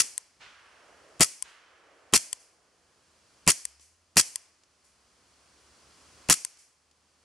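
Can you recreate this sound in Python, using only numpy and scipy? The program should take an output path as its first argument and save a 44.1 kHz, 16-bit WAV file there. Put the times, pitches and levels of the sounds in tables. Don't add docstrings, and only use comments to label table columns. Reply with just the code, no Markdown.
import sys
import numpy as np
from scipy import signal
from scipy.fft import rfft, irfft
from scipy.io import wavfile
from scipy.ndimage import uniform_filter1d

SR = 44100
rng = np.random.default_rng(int(sys.argv[2]) if len(sys.argv) > 2 else 0)


def to_wav(sig):
    pcm = np.clip(np.atleast_2d(sig), -1, 1) * 32767
    pcm = np.round(pcm).astype(np.int16)
    wavfile.write(sys.argv[1], SR, pcm.T)


N = 319284
T = np.arange(N) / SR
FILTER_SIZE = 4096
FREQS = np.fft.rfftfreq(FILTER_SIZE, 1 / SR)
SLIDE_RETURN_S = .0146


def amp(db):
    return 10 ** (np.asarray(db) / 20)


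def curve(points):
    hz, value = np.transpose(sorted(points))
    return np.interp(np.log(FREQS + 1), np.log(hz), value)


def causal(gain):
    cepstrum = irfft(np.log(np.maximum(gain, 1e-6)))
    cepstrum[..., 1:FILTER_SIZE // 2] *= 2
    cepstrum[..., FILTER_SIZE // 2 + 1:] = 0
    return irfft(np.exp(rfft(cepstrum)))


def through(x, response):
    return signal.oaconvolve(x, np.atleast_2d(response), axes=-1)[:, :N]


def colour(x, tone, pan=None):
    gain = amp(curve(tone))
    gain = gain / np.sqrt(np.mean(gain ** 2))
    if pan is not None:
        gain = gain * amp(np.outer([.5, -.5], curve(pan)))
    return through(x, causal(gain))


def low_cut(x, hz):
    return signal.sosfilt(signal.butter(3, hz, "high", fs=SR, output="sos"), x)


# f/Hz, likeness (1 = the same)
NEAR_LIKENESS = [(200, 0.91), (1000, 0.96), (3000, 0.99), (5500, 0.99), (9000, 0.17), (14000, 0.28)]
WIDE_LIKENESS = [(100, 0.87), (700, 0.79), (1500, 0.79), (3000, 0.68), (5500, 0.76), (9000, 0.13),
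                 (14000, .1)]
def noise(likeness):
    alike = np.clip(curve(likeness), -1, 1)
    shares = np.sqrt(np.array([1 + alike, 1 - alike]) / 2)
    mid, side = through(rng.standard_normal((2, N)), causal(shares))
    return np.array([mid + side, mid - side])


def burst(start, rise, fade):
    out = np.zeros(N)
    span = slice(max(int(start * SR), 0), max(int((start + 2 * fade) * SR), 0))
    age = np.maximum(T[span] - start, 0)
    out[span] = (1 - np.exp(-(age / rise) ** 2)) * np.exp(-np.log(1000) * age / fade)
    return out


def flutter(rate, depth_db):
    steps = rng.standard_normal(N)
    return amp(depth_db * np.interp(T * rate, np.arange(N), steps))


def ring(notes):
    t = T[:SR // 8]
    return sum(amp(db) * np.sin(2 * np.pi * hz * t) * np.exp(-np.log(1000) * t / fade)
               for hz, db, fade in notes)


# f/Hz, level/dB, fade/s
METAL_NOTES = [(795, -3.5, 0.021), (1114, -0.5, 0.054), (1277, -1.5, .05), (1412, -3.5, .05),
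               (1923, 1, 0.052), (2820, -1, 0.043), (3267, -2.5, 0.069), (4266, -7.5, 0.055),
               (4970, -3.5, 0.041), (5770, -2, .04), (5820, 1.5, 0.046), (6630, -3.5, .06), (6900, -7, .04),
               (6900, -4.5, .04), (8420, 1.5, 0.055), (9200, -3.5, 0.051), (9900, -3.5, .04),
               (10000, 0.5, 0.03)]
def metal(x, ring_db):
    body = np.pad(ring(METAL_NOTES), (int(.0004 * SR), 0))
    return x + amp(ring_db) * through(x, body / np.linalg.norm(body))


# t/s, level/dB, thump level/dB, time until the slide is shut again/s
SHOTS = [(-0.0225, -2.5, -3.5, 0.039), (1.2077, 0, 1, 0.036), (2.1368, -0.5, -2, 0.038),
         (3.4765, 0, 2, 0.04), (4.1697, 0, -5.5, .0402), (6.2987, 0.5, 2, 0.04)]
# f/Hz, left minus right/dB
GUN_PAN = [(300, 0.5), (1300, -5), (2500, -0.5), (3500, 1), (4900, 2.5), (6000, -1), (7200, 5.5), (8800, 3),
           (10000, 8), (12000, 5), (14000, -1.5)]
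# f/Hz, level/dB
SLIDE_TONE = [(60, -17.5), (200, -17), (600, -22.5), (1300, -11.5), (2800, -8), (3800, -8), (4800, -3.5),
              (7000, -1), (10300, -4), (11800, -14), (13500, -29), (16000, -38.5)]
def hammer_and_slide(hammer_lead_s=.012):
    heavy, light = np.zeros(N), np.zeros(N)
    for t, db, _, cycle in SHOTS:
        shut = t + cycle
        rear = shut - SLIDE_RETURN_S
        light += amp(db - 32) * burst(t - hammer_lead_s, .00022, .02)
        heavy += amp(db - 9) * burst(rear - .005, .0013, .04)
        heavy += amp(db + 4) * burst(rear, .00037, .024)
        heavy += amp(db - 2.5) * burst(rear + .0036, .00033, .016)
        light += amp(db - 4.5) * burst(shut, .0003, .022)
    grain = noise(NEAR_LIKENESS)
    knock = colour(grain * heavy, [(200, 1), (600, 1.5), (1300, 3.5), (3000, 1), (12000, 1.5)])
    click = colour(grain * light, [(1000, -5), (3000, -1.5), (5000, -1), (10000, 1.5), (14000, -.5)])
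    return amp(6.5) * colour(metal(knock + click, ring_db=-15.5), SLIDE_TONE, GUN_PAN)


# f/Hz, level/dB
CRACK_TONE = [(60, -5.5), (300, -2.5), (620, -7.5), (900, -5), (1400, -7.5), (2000, -2.5), (3300, -2),
              (4600, -2.5), (7500, -0.5), (10300, -1), (12000, -13), (13500, -23.5), (16000, -26.5)]
PUFF_TONE = [(50, -21), (90, -2), (250, 0), (400, 2), (550, -5.5), (750, -2), (1050, -5.5), (1250, -2),
             (1600, -7), (2600, -5.5), (3800, -15), (14000, -41)]
GAS_TONE = [(180, -41.5), (300, -11.5), (787, -16), (2840, -4.5), (3760, -11), (4520, -2.5), (5900, -1),
            (6740, -3), (8090, -0.5), (8790, -4), (10400, -5.5), (11700, -10.5), (13800, -28),
            (16000, -36.5)]
def muzzle(valve_lead_s=.010, ground_echo_s=.0058):
    snap, push, flow = np.zeros((3, N))
    for t, db, thump_db, cycle in SHOTS:
        leak = amp(-18.5) * burst(t - valve_lead_s, .0031, .05)
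        build_up = amp(-14) * burst(t - .004, .0032, .02)
        ground_echo = amp(.5) * burst(t + ground_echo_s, .001, .049)
        valve_open = np.clip((t + cycle - SLIDE_RETURN_S - T) / .0032 + 1, 0, 1)
        snap += amp(db) * (build_up + burst(t - .0004, .00035, .015))
        push += amp(thump_db) * (leak + burst(t, .0013, .03) + ground_echo)
        flow += amp(db) * burst(t + .0017, .0037, .15) * valve_open
    air = noise([(200, .94), (1000, .84), (5000, 1), (12000, .8)])
    crack = amp(13) * colour(air * snap, CRACK_TONE, pan=[(300, -.5), (1300, -1), (5000, 0)])
    puff = amp(1) * colour(air * push, PUFF_TONE, pan=[(100, 0), (250, 2), (1300, -2.5), (4000, 1)])
    hiss = noise([(200, .7), (1000, .7), (3000, 1), (5500, 1), (9000, .67), (14000, .4)])
    gas = hiss * flow * flutter(rate=330, depth_db=-1)
    return crack + puff + amp(8) * colour(metal(gas, ring_db=-9), GAS_TONE, GUN_PAN)


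def close_echoes(x, echo_db=-8, count=14):
    echoes = np.zeros((2, SR // 100))
    for channel in echoes:
        delays = rng.integers(SR // 3000, SR // 200, count)
        channel[delays] = amp(echo_db) * rng.choice([-1, 1], count) / np.sqrt(count)
    return x + through(x, low_cut(echoes, hz=600))


# f/Hz, level/dB, fade/s
THUMP_NOTES = [(84, 2, 0.078), (176, -3, 0.055), (202, -4, 0.069), (310.3, 0.5, 0.032), (430, -1, 0.018)]
def recoil(ground_echo_s=.0062):
    kicks = np.zeros((2, N))
    for t, _, thump_db, cycle in SHOTS:
        rear = t + cycle - SLIDE_RETURN_S
        pushes = [(t - .006, -13, 0), (t, -2, -1), (t + ground_echo_s, -6, 3), (rear, -25, 0)]
        for when, kick_db, pan_db in pushes:
            if when > 0:
                kicks[:, int(when * SR)] += amp(thump_db + kick_db + np.array([.5, -.5]) * pan_db)
    softened = uniform_filter1d(kicks, int(.0012 * SR) + 1)
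    return amp(-3.5) * through(softened, ring(THUMP_NOTES))


# f/Hz, level/dB
NEAR_WOOD_TONE = [(59, -55.5), (100, -22.5), (317, -15), (391, -15.5), (1350, -18), (2370, -6.5),
                  (3840, -12.5), (4350, -5), (5720, -0.5), (7830, -1), (9860, -1.5), (11400, -9.5),
                  (12200, -21.5), (13000, -41), (15000, -63)]
FAR_WOOD_TONE = [(200, -16), (700, -2.5), (1400, -3.5), (2300, -1), (3800, -7), (5000, 1.5), (8000, -7.5),
                 (10500, -14), (13000, -40)]
def trees():
    near, far = np.zeros((2, N))
    for t, db, *_ in SHOTS:
        near += amp(db) * burst(t + .0044, .015, .43)
        far += amp(db) * (burst(t + .013, .027, .95) + amp(-14.5) * burst(t + .19, .035, .44))
    near *= flutter(rate=150, depth_db=.5)
    bright = amp(-10) * colour(noise(WIDE_LIKENESS) * near, NEAR_WOOD_TONE)
    dull = amp(-32.5) * colour(noise(WIDE_LIKENESS) * far, FAR_WOOD_TONE)
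    return bright + dull


# f/Hz, level/dB
HISS_TONE = [(18, -40.5), (30, -12.5), (74, -2.5), (117, -8), (296, -7.5), (495, -8), (624, -8.5),
             (941, -10.5), (1020, -7), (1980, -13), (3320, -13), (3680, -14.5), (4630, -11), (10000, -16.5),
             (14000, -44)]
def background():
    hiss = colour(noise(WIDE_LIKENESS), HISS_TONE, pan=[(400, 0), (1300, -2), (4400, .3)])
    return amp(-53.5) * low_cut(hiss, hz=42)


def drone(growth_db_per_s=2, rev_start_s=3.57, climb_hz_per_s=68):
    hum_hz = 73.5 * flutter(rate=1.8, depth_db=.6)
    hum = amp(-77.5 + growth_db_per_s * T) * np.sin(2 * np.pi * np.cumsum(hum_hz) / SR)
    rev_hz = np.minimum(57 + climb_hz_per_s * np.maximum(T - rev_start_s, 0), 85)
    rev_level = amp(-43.5) * burst(rev_start_s, rise=.1, fade=2)
    return hum + rev_level * np.sin(2 * np.pi * np.cumsum(rev_hz) / SR)


# t/s, level/dB, finger pressure (0 to 1)
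TRIGGER_RESETS = [(0.1790, -3, 0.3), (1.4246, -3.5, 0.08), (2.3297, -1.5, 0.13), (3.6530, -1, 1),
                  (4.3581, -1.5, 0), (6.4491, -0.5, 0.78)]
# f/Hz, level/dB, fade/s, change at full finger pressure/dB
TRIGGER_NOTES = [(1033, -10.5, 0.025, -5), (2050, -17.5, 0.0067, 11), (3460, -5, 0.0061, -9.5),
                 (5050, -9, 0.005, 0), (6400, -6.5, 0.0064, -1), (7700, 2.5, 0.0033, -10.5),
                 (8480, -1.5, 0.0049, 2.5), (9930, -7, 0.0052, -2), (10450, -16, .006, 2.5),
                 (12700, -12, .006, 0)]
def trigger(pan_db=8.5):
    clicks, rub = np.zeros((2, N)), noise(NEAR_LIKENESS)
    for t, db, finger in TRIGGER_RESETS:
        scrape = rub * burst(t - .0004, .0007, .0083)
        tap = amp(-11.5) * scrape
        tap[:, int(t * SR)] += 1
        notes = [(hz, level + finger * change, fade) for hz, level, fade, change in TRIGGER_NOTES]
        clicks += amp(db) * (amp(-2) * through(tap, ring(notes)) + amp(-8.5) * scrape)
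    tone = [(100, -13), (600, -20.5), (950, -6), (11000, 7.5), (15000, -15)]
    return colour(clicks, tone, pan=[(1200, .0064), (3300, pan_db / 2), (7500, pan_db)])


# t/s, level/dB
BANGS = [(0.392, 3), (1.432, 4.5)]
# f/Hz, level/dB
BANG_TONE = [(150, -14.5), (600, -7.5), (1000, -4.5), (1500, -2), (2600, -3), (3800, -5.5), (5000, -11.5),
             (7500, -16.5), (10500, -30), (13000, -50.5)]
# f/Hz, level/dB, rise/s, fade/s
BANG_ROLL = [(393, -53, 0.41, 4.6), (564, -38, .7, 2.7), (980, -51, 0.25, 3.8), (1440, -47, 0.019, 3.4),
             (2530, -49, 0.028, 2.8), (4800, -56.5, 0.033, 2.5)]
def far_bangs():
    def swell(rise, fade):
        return sum(amp(db) * burst(t, rise, fade) for t, db in BANGS)
    scatter = noise(WIDE_LIKENESS)
    puff = amp(-35.5) * colour(scatter * swell(rise=.019, fade=.65), BANG_TONE)
    thud_tone = [(30, -9), (70, 8), (160, -4), (400, -17), (2000, -67)]
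    thud = amp(-41.5) * colour(scatter * swell(rise=.004, fade=.058), thud_tone)
    roll = np.zeros((2, N))
    for hz, db, rise, fade in BANG_ROLL:
        band_filter = signal.butter(2, [hz / 1.3, hz * 1.3], "band", fs=SR, output="sos")
        band = signal.sosfilt(band_filter, np.roll(scatter, rng.integers(N), axis=1))
        roll += amp(db) * band / band.std() * swell(rise, fade)
    return (puff + thud + roll) * amp([[-.9], [.9]])


# t/s, level/dB
RUSTLES = [(1.47, -7), (2.39, -2), (3.80, 0), (4.835, -12), (6.58, 0.5)]
TICKS = [(3.796, 5.5), (4.457, -1), (4.635, -2), (6.571, 5), (6.912, -2.5)]
# f/Hz, level/dB
TICK_TONE = [(200, 0), (1100, -1), (2500, -1), (3800, 2), (6000, 5), (10500, -2), (14000, -33)]
def pellets():
    brushes = sum(amp(db) * burst(t, .008, .5) for t, db in RUSTLES)
    hits = sum(amp(db) * burst(t, .000494, .026) for t, db in TICKS)
    grain = noise(WIDE_LIKENESS)
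    return amp(-37) * colour(grain * brushes, NEAR_WOOD_TONE) + amp(-38) * colour(grain * hits, TICK_TONE)


def scene():
    pistol = close_echoes(muzzle() + hammer_and_slide()) + recoil() + trigger()
    return low_cut(pistol, hz=58.2) + trees() + pellets() + far_bangs() + drone() + background()


def microphone_holes(x, hz=3750, width_hz=500, depth=.24):
    b, a = signal.iirpeak(hz, hz / width_hz, fs=SR)
    return x - depth * signal.lfilter(b, a, x)


def auto_volume(x, limit_db=-14, recover_db_per_s=8, window_s=.011, smooth_s=.0028):
    power = uniform_filter1d(np.mean(x ** 2, axis=0), int(window_s * SR) + 1)
    over_db = np.maximum(10 * np.log10(np.maximum(power, 1e-12)) - limit_db, 0)
    cut_db = np.maximum.accumulate(over_db + recover_db_per_s * T) - recover_db_per_s * T
    return x * amp(-uniform_filter1d(cut_db, int(smooth_s * SR) + 1))


def record(dry, top_hz=16200):
    rounded = np.tanh(auto_volume(microphone_holes(dry)))
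    return signal.sosfilt(signal.ellip(8, .2, 70, top_hz, fs=SR, output="sos"), rounded)


dry = scene()
out = record(dry)
to_wav(out)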